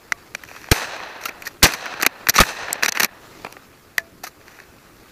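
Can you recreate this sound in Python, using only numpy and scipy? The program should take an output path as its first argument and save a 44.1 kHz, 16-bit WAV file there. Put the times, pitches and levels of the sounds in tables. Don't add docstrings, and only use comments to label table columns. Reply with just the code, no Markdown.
import sys
import numpy as np
from scipy import signal
from scipy.fft import rfft, irfft, next_fast_len
from scipy.io import wavfile
from scipy.ndimage import uniform_filter1d, map_coordinates

SR = 44100
rng = np.random.default_rng(int(sys.argv[2]) if len(sys.argv) > 2 else 0)


def dump_mix(stems):
    frames = np.atleast_2d(stems).T
    limited = np.clip(frames, -1, 1)
    pcm = np.round(limited * 32767).astype(np.int16)
    wavfile.write(sys.argv[1], SR, pcm)


def ratio(d):
    e = np.asarray(d, float) / 20
    return 10 ** e


N = 225389

# start in seconds, gas roar in dB, hold in seconds, t60 in seconds,
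# pressure push in dB.
SHOTS = [
    (0.7147, 3, 0.0059, 0.0082, 7),
    (1.6286, 6, 0.012, 0.036, 8.5),
    (2.401, -1.5, 0.0057, 0.056, 4.5),
]
# start in seconds, stock, body and bolt levels in dB, t60 in seconds.
RECOILS = [
    (.7157, 2, 4, -1.5, 0.03),
    (1.6287, -10, -3, 7, 0.06),
    (1.652, -7.5, -2.5, -16.5, 0.048),
    (2.4027, 14, -2, 8, 0.017),
    (2.41, -8, 0, -9, 0.033),
]
# start in seconds, length in seconds, body in dB,
# bolt over body in dB.
SLIDES = [(0.475, 0.32, -47, -4.5), (0.7117, .007, -34, -7), (0.721, .024, -44, 16.5),
          (1.208, 0.073, -42.5, -5), (1.267, 0.021, -53, 8), (1.282, 0.018, -31.5, -9),
          (1.453, .04, -40, 1), (1.6227, .017, -22, -24), (1.651, 0.036, -28, 2.5),
          (1.739, 0.017, -26.5, -8), (1.998, 0.015, -27, -13), (2.291, 0.017, -46, 24.5),
          (2.338, 0.019, -28, -5), (2.358, 0.0087, -18, -3), (2.386, .007, -22, 4), (2.392, 0.011, -25, -9),
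          (2.826, 0.046, -25.5, -4.5), (2.88, 0.016, -21, -4), (2.922, 0.0066, -24, -8),
          (2.948, 0.057, -28.5, -11), (2.997, 0.016, -14.5, -5), (3.015, 0.052, -23.5, -5.5),
          (3.456, .01, -41, -22), (3.981, 0.032, -42, -6.5), (4.234, .033, -37, -.5),
          (4.266, 0.016, -37, -3), (4.455, 0.26, -51.5, -8)]
# start in seconds, pitch in Hz, level in dB,
# t60 in seconds.
RINGS = [(0.1215, 2000, -0.5, 0.012), (.1213, 1424, -3.5, 0.0096), (0.1212, 1113, -25, 0.021),
         (.122, 1144, -43, 0.27), (.1222, 693, -44, 0.16), (.349, 2410, -14.5, 0.011),
         (0.349, 587, -30.5, 0.03), (.717, 450, -4, 0.041), (1.254, 14300, -25, .025),
         (1.258, 1356, -13.5, 0.026), (1.2575, 2730, -13, 0.016), (1.468, 1850, -17, 0.041),
         (2.0644, 265, -17.5, 0.039), (2.293, 126, -18, 0.026), (2.296, 12300, -36, 0.03),
         (2.387, 1220, 11.5, 0.016), (2.405, 1250, 2, 0.043), (2.7298, 7800, 11, 0.0023),
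         (3.9815, 967, -17.5, 0.019), (2.7288, 13100, -3, 0.0047), (2.833, 130, -24, 0.029),
         (3.032, 218, -22.5, 0.079), (3.4473, 945, -14.5, 0.014), (3.9806, 4740, -21, 0.017),
         (3.9816, 1934, 4, 0.01), (3.982, 665, -37, 0.3), (3.982, 1740, -21.5, 0.079),
         (4.2383, 753, -21, 0.028), (4.2692, 1250, -29, 0.045), (5.1, 525, -44, 0.011)]
# start in seconds, body in dB, bolt over body in dB, t60 in seconds.
SLAMS = [(.4359, -28, -7, 0.011), (1.2546, -26.5, -2, 0.048), (1.421, -28.5, -8.5, 0.021),
         (1.4686, -38, -5, .05), (1.4731, -26, -1, 0.018), (1.6785, -29, -1, .018), (1.7215, -21, -6, .012),
         (1.8575, -18, -11, 0.0062), (2.0233, -17, -1.5, 0.019), (2.029, -9.5, -8.5, 0.024),
         (2.0635, 2, -4, 0.015), (2.287, 1, 0, .005), (2.2946, -7.5, 2.8, 0.022), (2.353, -16.5, -7, 0.017),
         (2.389, -5.5, -8, 0.019), (2.4341, -15.5, -13, 0.016), (2.7295, -44.5, 34, 0.0056),
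         (2.8244, -16, -13, 0.013), (3.002, -20.5, 8, 0.0088), (3.0237, -28, -3, .012),
         (3.0316, -7.5, 1.5, .011), (3.0452, -11, 1, 0.011), (3.525, -21.5, -3.5, 0.0035),
         (3.9808, -7, -1.5, 0.0067), (4.2385, -31, 1, 0.024), (4.2737, -46, 2.5, 0.076)]
# start in seconds, body in dB,
# bolt over body in dB, t60 in seconds.
CATCHES = [(0.1209, -11, -5.5, 0.012), (.3486, -18, -4.5, 0.015), (.4501, -39, -1, .008),
           (0.4867, -34, -18, 0.012), (0.5623, -32.5, -12, 0.037), (0.6422, -24, -11, .0055),
           (0.7426, -12.5, -11, 0.0063), (0.9632, -28, -14, .028), (1.2365, -29, 0.5, 0.012),
           (1.736, -22, 4, 0.015), (1.862, -22.5, -28, 0.02), (2.013, -19.5, -1, .01),
           (2.0489, -21.5, -16, 0.038), (2.269, -14.5, -9, 0.013), (2.3656, -24, 5, 0.064),
           (2.381, -7.5, -2.5, 0.017), (2.832, -7.5, -31, 0.012), (2.8339, 1.5, -2.5, 0.0044),
           (2.846, -22, -8, .025), (2.8548, -24, -2, 0.0092), (2.8601, -6.5, 0, 0.0077),
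           (2.8846, -24, -6.5, .0054), (2.8904, -27.5, 20, 0.0081), (2.894, -22, 5, 0.0051),
           (2.9214, -24.5, 8, 0.013), (2.9717, -13.5, -10.5, 0.017), (3.0173, -53, 1, 0.025),
           (3.4184, -46, 8.5, .004), (4.4807, -29, -7, .007), (4.6006, -29, -6, .006)]
# start in seconds, body in dB, t60 in seconds.
TAPS = [(0.216, -50, 0.023), (0.4946, -38, 0.007), (.5128, -30, 0.0088), (0.5507, -28, 0.0064),
        (.6714, -35, 0.008), (.686, -22.5, 0.0071), (.8904, -39, .008), (1.0017, -24, .007),
        (1.1102, -39, 0.0037), (1.2893, -31, 0.0032), (1.6853, -24, 0.043), (1.9386, -16, 0.008),
        (2.2084, -29, 0.0075), (2.2123, -38, .013), (2.6824, -24.5, 0.018), (2.7051, -24, 0.023),
        (2.754, -24.5, 0.0075), (2.7938, -27, .006), (3.447, -14, 0.01), (3.463, -33, .021),
        (3.4666, -24.5, 0.011), (3.5666, -31.5, 0.013), (3.5724, -33, 0.0032), (4.4055, -42, .0045),
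        (4.412, -35.5, 0.0093), (4.5887, -31, 0.0046)]

# centre in Hz, width in Hz, level in dB.
BODY_MODES = [(1250, 1040, -2.5), (1850, 680, 3), (2354, 276, 4.5), (2532, 422, 0)]
# centre in Hz, width in Hz, level in dB.
STOCK_MODES = [(184, 155, -3), (450, 207, 1), (680, 236, 1.5), (971, 370, -4)]
# centre in Hz, width in Hz, level in dB.
BOLT_MODES = [(4210, 770, 2), (5310, 900, 0), (5790, 640, 3), (7035, 1800, -20)]
# centre in Hz, width in Hz, level in dB.
THIN_MODES = [(7800, 1500, -6.5), (10130, 1000, 2.5), (12300, 2260, 5.5), (14300, 1500, 4)]
# centre in Hz, width in Hz, level in dB.
SHELL_MODES = [(765, 1300, -2), (1830, 320, 8), (2610, 190, -3.5), (4090, 410, 2.5), (6140, 280, -5)]
PART_LASTS = [
    [0.96],
    [0.94],
    [1],
    [.6],
]

# frequency in Hz, density in dB per Hz.
ROAR = [(100, 13), (500, 1.5), (2000, 3.5), (6000, -5.5), (15000, -11)]
# frequency in Hz, density in dB per Hz.
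LAND = [(35, -49), (60, -18.5), (460, -8.5), (608, -4.5), (1610, -8), (2220, -6.5), (2500, -4),
        (2940, -6.5), (6020, -6), (8920, -8), (14200, -9.5), (15200, -31)]
# frequency in Hz, density in dB per Hz.
BREEZE = [(12, -34), (20, -15), (128, -4), (155, -14), (329, -7.5), (500, -16), (650, -45.5), (1100, -120)]
# frequency in Hz, density in dB per Hz.
GRASS = [(210, -13.5), (350, -11.5), (470, -10), (648, -12.5), (1080, -14.5), (1180, -11), (2250, -18),
         (2520, -17), (3060, -23), (4320, -21), (7500, -27.5), (9750, -55), (16500, -120)]
# frequency in Hz, density in dB per Hz.
HISS = [(3820, -25), (6500, -8), (9070, -7), (11200, -4.5), (13600, -5.5), (14300, -0.5), (15300, -5.5)]
# time after the blast in seconds, level in dB.
ROLL = [(.004, -51), (.03, -32.5), (.08, -32.5), (.16, -36), (.24, -33.5), (.43, -39), (.52, -43.5),
        (.68, -46), (.8, -49.5)]
# time in seconds, rustle in dB.
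STIR = [(0, -48), (.4, -45.5), (.6, -46.5), (.7, -43.5), (1.3, -50.5), (1.44, -41), (1.6, -46.5),
        (2.1, -48), (2.33, -41.5), (3.07, -54.5), (3.25, -42), (3.45, -43.5), (3.75, -48.5), (4.0, -50),
        (4.5, -48.5), (4.92, -48), (5.11, -45.5)]

SLAM_STOCK_DB, SLAM_THIN_DB = -12, 0.5
CATCH_STOCK_DB, CATCH_THIN_DB = -14.5, -13.5
TAP_STOCK_DB, TAP_BOLT_DB, TAP_THIN_DB = -3, -32, -18
SLIDE_STOCK_DB, SLIDE_THIN_DB = -9.5, -7
HISS_PATCH_DB = 0.4


def unit(x):
    return x / np.sqrt(np.mean(np.abs(x) ** 2) + 1e-20)


def along(points, hz):
    f, v = np.transpose(points)
    return np.interp(np.log(hz + 1), np.log(f + 1), v)


def curves(rows):
    s, *cols = np.transpose(rows)
    return [np.interp(np.arange(N) / SR, s, c, left=-120, right=-120) for c in cols]


def wobble(rate):
    knots = rng.standard_normal(int(N * rate / SR) + 4)
    return map_coordinates(knots, [np.arange(N) * rate / SR])


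def filtered(x, response):
    m = next_fast_len(len(x) + SR // 4)
    gain = unit(response(np.fft.rfftfreq(m, 1 / SR)))
    return irfft(rfft(x, m) * gain, m)[:len(x)]


def resonances(modes):
    def response(f):
        total = 0
        for k, (centre, width, db) in enumerate(modes):
            damping = 1j * f * width
            total = total + (-1) ** k * ratio(db) * damping / (centre * centre - f * f + damping)
        return total
    return response


def rush(spectrum, patchy_db, loss_db=None):
    hz, t, z = signal.stft(rng.standard_normal(N), SR, nperseg=512)
    patches = uniform_filter1d(rng.standard_normal(z.shape), size=6, axis=0)
    patches = uniform_filter1d(patches, size=8, axis=1)
    z = z * ratio(patchy_db * unit(patches) + along(spectrum, hz)[:, None])
    if loss_db:
        z = z * ratio(-loss_db(t) * (hz[:, None] / 7850.0) ** 2)
    return unit(signal.istft(z, nperseg=512)[1][:N])


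def field():
    rustle_db, = curves(STIR)
    breeze = ratio(-53.5 + 1.0 * wobble(34)) * rush(BREEZE, patchy_db=-2.5)
    gusts_db = 0.9 * wobble(23) + 1.3 * wobble(300)
    rustle = ratio(rustle_db - 3.0 + gusts_db) * rush(GRASS, patchy_db=1.5)
    hiss_db = -57.5 + 0.51 * (rustle_db - rustle_db.mean())
    return breeze + rustle + ratio(hiss_db) * rush(HISS, HISS_PATCH_DB)


def contacts():
    rows = []
    for s, db, up, t60 in SLAMS:
        rows.append((s, db, db + SLAM_STOCK_DB, db + up, db + up + SLAM_THIN_DB, t60))
    for s, db, up, t60 in CATCHES:
        rows.append((s, db, db + CATCH_STOCK_DB, db + up, db + up + CATCH_THIN_DB, t60))
    for s, db, t60 in TAPS:
        bolt_db = db + TAP_BOLT_DB
        rows.append((s, db, db + TAP_STOCK_DB, bolt_db, bolt_db + TAP_THIN_DB, t60))
    return rows


def impacts():
    t = np.arange(SR // 16) / SR
    shakes = np.zeros((4, N + SR))
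    for s, *levels_db, t60 in contacts():
        lasts = np.clip(t60 * np.array(PART_LASTS), 0.002, 0.06)
        shape = (1 - np.exp(-t / 0.00044)) * ratio(-60 * t / lasts)
        burst = shape * rng.standard_normal((4, len(t)))
        burst *= np.linalg.norm(shape, axis=1, keepdims=True) / np.linalg.norm(burst, axis=1, keepdims=True)
        shakes[:, round(s * SR):][:, :len(t)] += ratio(np.array(levels_db) + 4.5)[:, None] * burst
    return shakes[:, :N]


def slides():
    now = np.arange(N) / SR
    strokes = np.zeros((4, N))
    for start, length, db, up in SLIDES:
        rise = (now - start) / 0.00088
        ease = (start + length - now) / (0.5 * length)
        stroke = np.clip(np.minimum(rise, ease), 0, 1)
        strokes += ratio([[db], [db + SLIDE_STOCK_DB], [db + up], [db + up + SLIDE_THIN_DB]]) * stroke
    return strokes * rng.standard_normal((4, N)) * ratio(2.5 * wobble(500))


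def struck(shake, modes, edge_hz):
    def response(f):
        small = (1j * f / edge_hz / (1 + 1j * f / edge_hz)) ** 4
        return resonances(modes)(f) * small
    return filtered(shake, response)


def action():
    shakes = impacts() + slides()
    body = struck(shakes[0], BODY_MODES, edge_hz=255)
    stock = struck(shakes[1], STOCK_MODES, edge_hz=63)
    bolt = struck(shakes[2], BOLT_MODES, edge_hz=2800)
    thin = struck(shakes[3], THIN_MODES, edge_hz=3600)
    return body + stock + bolt + thin


def rings():
    out, t = np.zeros(N + SR), np.arange(SR // 4) / SR
    for s, hz, db, t60 in RINGS:
        envelope = ratio(db - 60 * t / t60) * (1 - np.exp(-t / 0.00039))
        out[round(s * SR):][:len(t)] += envelope * np.sin(2 * np.pi * hz * t)
    return out[:N]


def blasts():
    out, t = np.zeros(N + SR), np.arange(SR // 4) / SR
    for s, db, hold, t60, push_db in SHOTS:
        gas = filtered(rng.standard_normal(len(t)), lambda hz: ratio(along(ROAR, hz)))
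        roar = ratio(db - 60 * np.maximum(t - hold, 0) / t60) * (1 - np.exp(-t / 0.00048)) * gas
        u = (t - hold) / 0.0018
        push = ratio(push_db) * (0.35 * u * u - 1) * np.exp(-0.5 * u * u)
        out[round(s * SR):][:len(t)] += roar + push
    return out[:N]


def recoils():
    out, t = np.zeros(N + SR), np.arange(SR // 4) / SR
    for s, *levels_db, t60 in RECOILS:
        envelope = ratio(-60 * t / t60) * (1 - np.exp(-t / 0.001))
        jolts = envelope * rng.standard_normal((3, len(t)))
        for jolt, db, modes in zip(jolts, levels_db, (STOCK_MODES, BODY_MODES, BOLT_MODES)):
            out[round(s * SR):][:len(t)] += ratio(db) * filtered(jolt, resonances(modes))
    return out[:N]


def echo():
    fired = np.array([row[0] for row in SHOTS])

    def age(t):
        latest = np.maximum(np.searchsorted(fired, t) - 1, 0)
        return np.maximum(t - fired[latest], 0)

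    roll = rush(LAND, patchy_db=-0.2, loss_db=lambda t: 60 * age(t))
    roll = 0.65 * roll + 0.74 * filtered(roll, resonances(SHELL_MODES))
    lumps = ratio(1.5 * wobble(35.9) + 1.53 * wobble(250))
    level = sum(ratio(curves(np.add(ROLL, (s, 0)))[0]) for s in fired)
    far = ratio(2.5) * level * unit(roll * lumps)
    since = age(np.arange(N) / SR)
    near = (since > 0) * ratio(-32 - 60 * since / 0.42) * rush(HISS, HISS_PATCH_DB)
    return far + near


def ducking(loud):
    knee_db, recover_s = -16.5, 0.025
    keep = np.exp(-1 / (recover_s * SR))
    power = signal.lfilter([1 - keep], [1, -keep], loud ** 2)
    return 1 / np.sqrt(1 + power / ratio(knee_db) ** 2)


def scene():
    steel = action()
    background = ducking(steel) * (echo() + field())
    return (blasts() + recoils() + steel + rings() + background)[None]


def top_cut(x):
    return signal.sosfilt(signal.butter(12, 16470, fs=SR, output="sos"), x)


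def record(dry):
    clipped = dry / (1 + np.abs(dry / 0.61) ** 8) ** (1 / 8)
    fall = signal.butter(15, 15100, fs=SR, output="sos")
    mix = signal.sosfiltfilt(fall, clipped)
    return top_cut(mix)


dry = scene()
out = record(dry)
dump_mix(out)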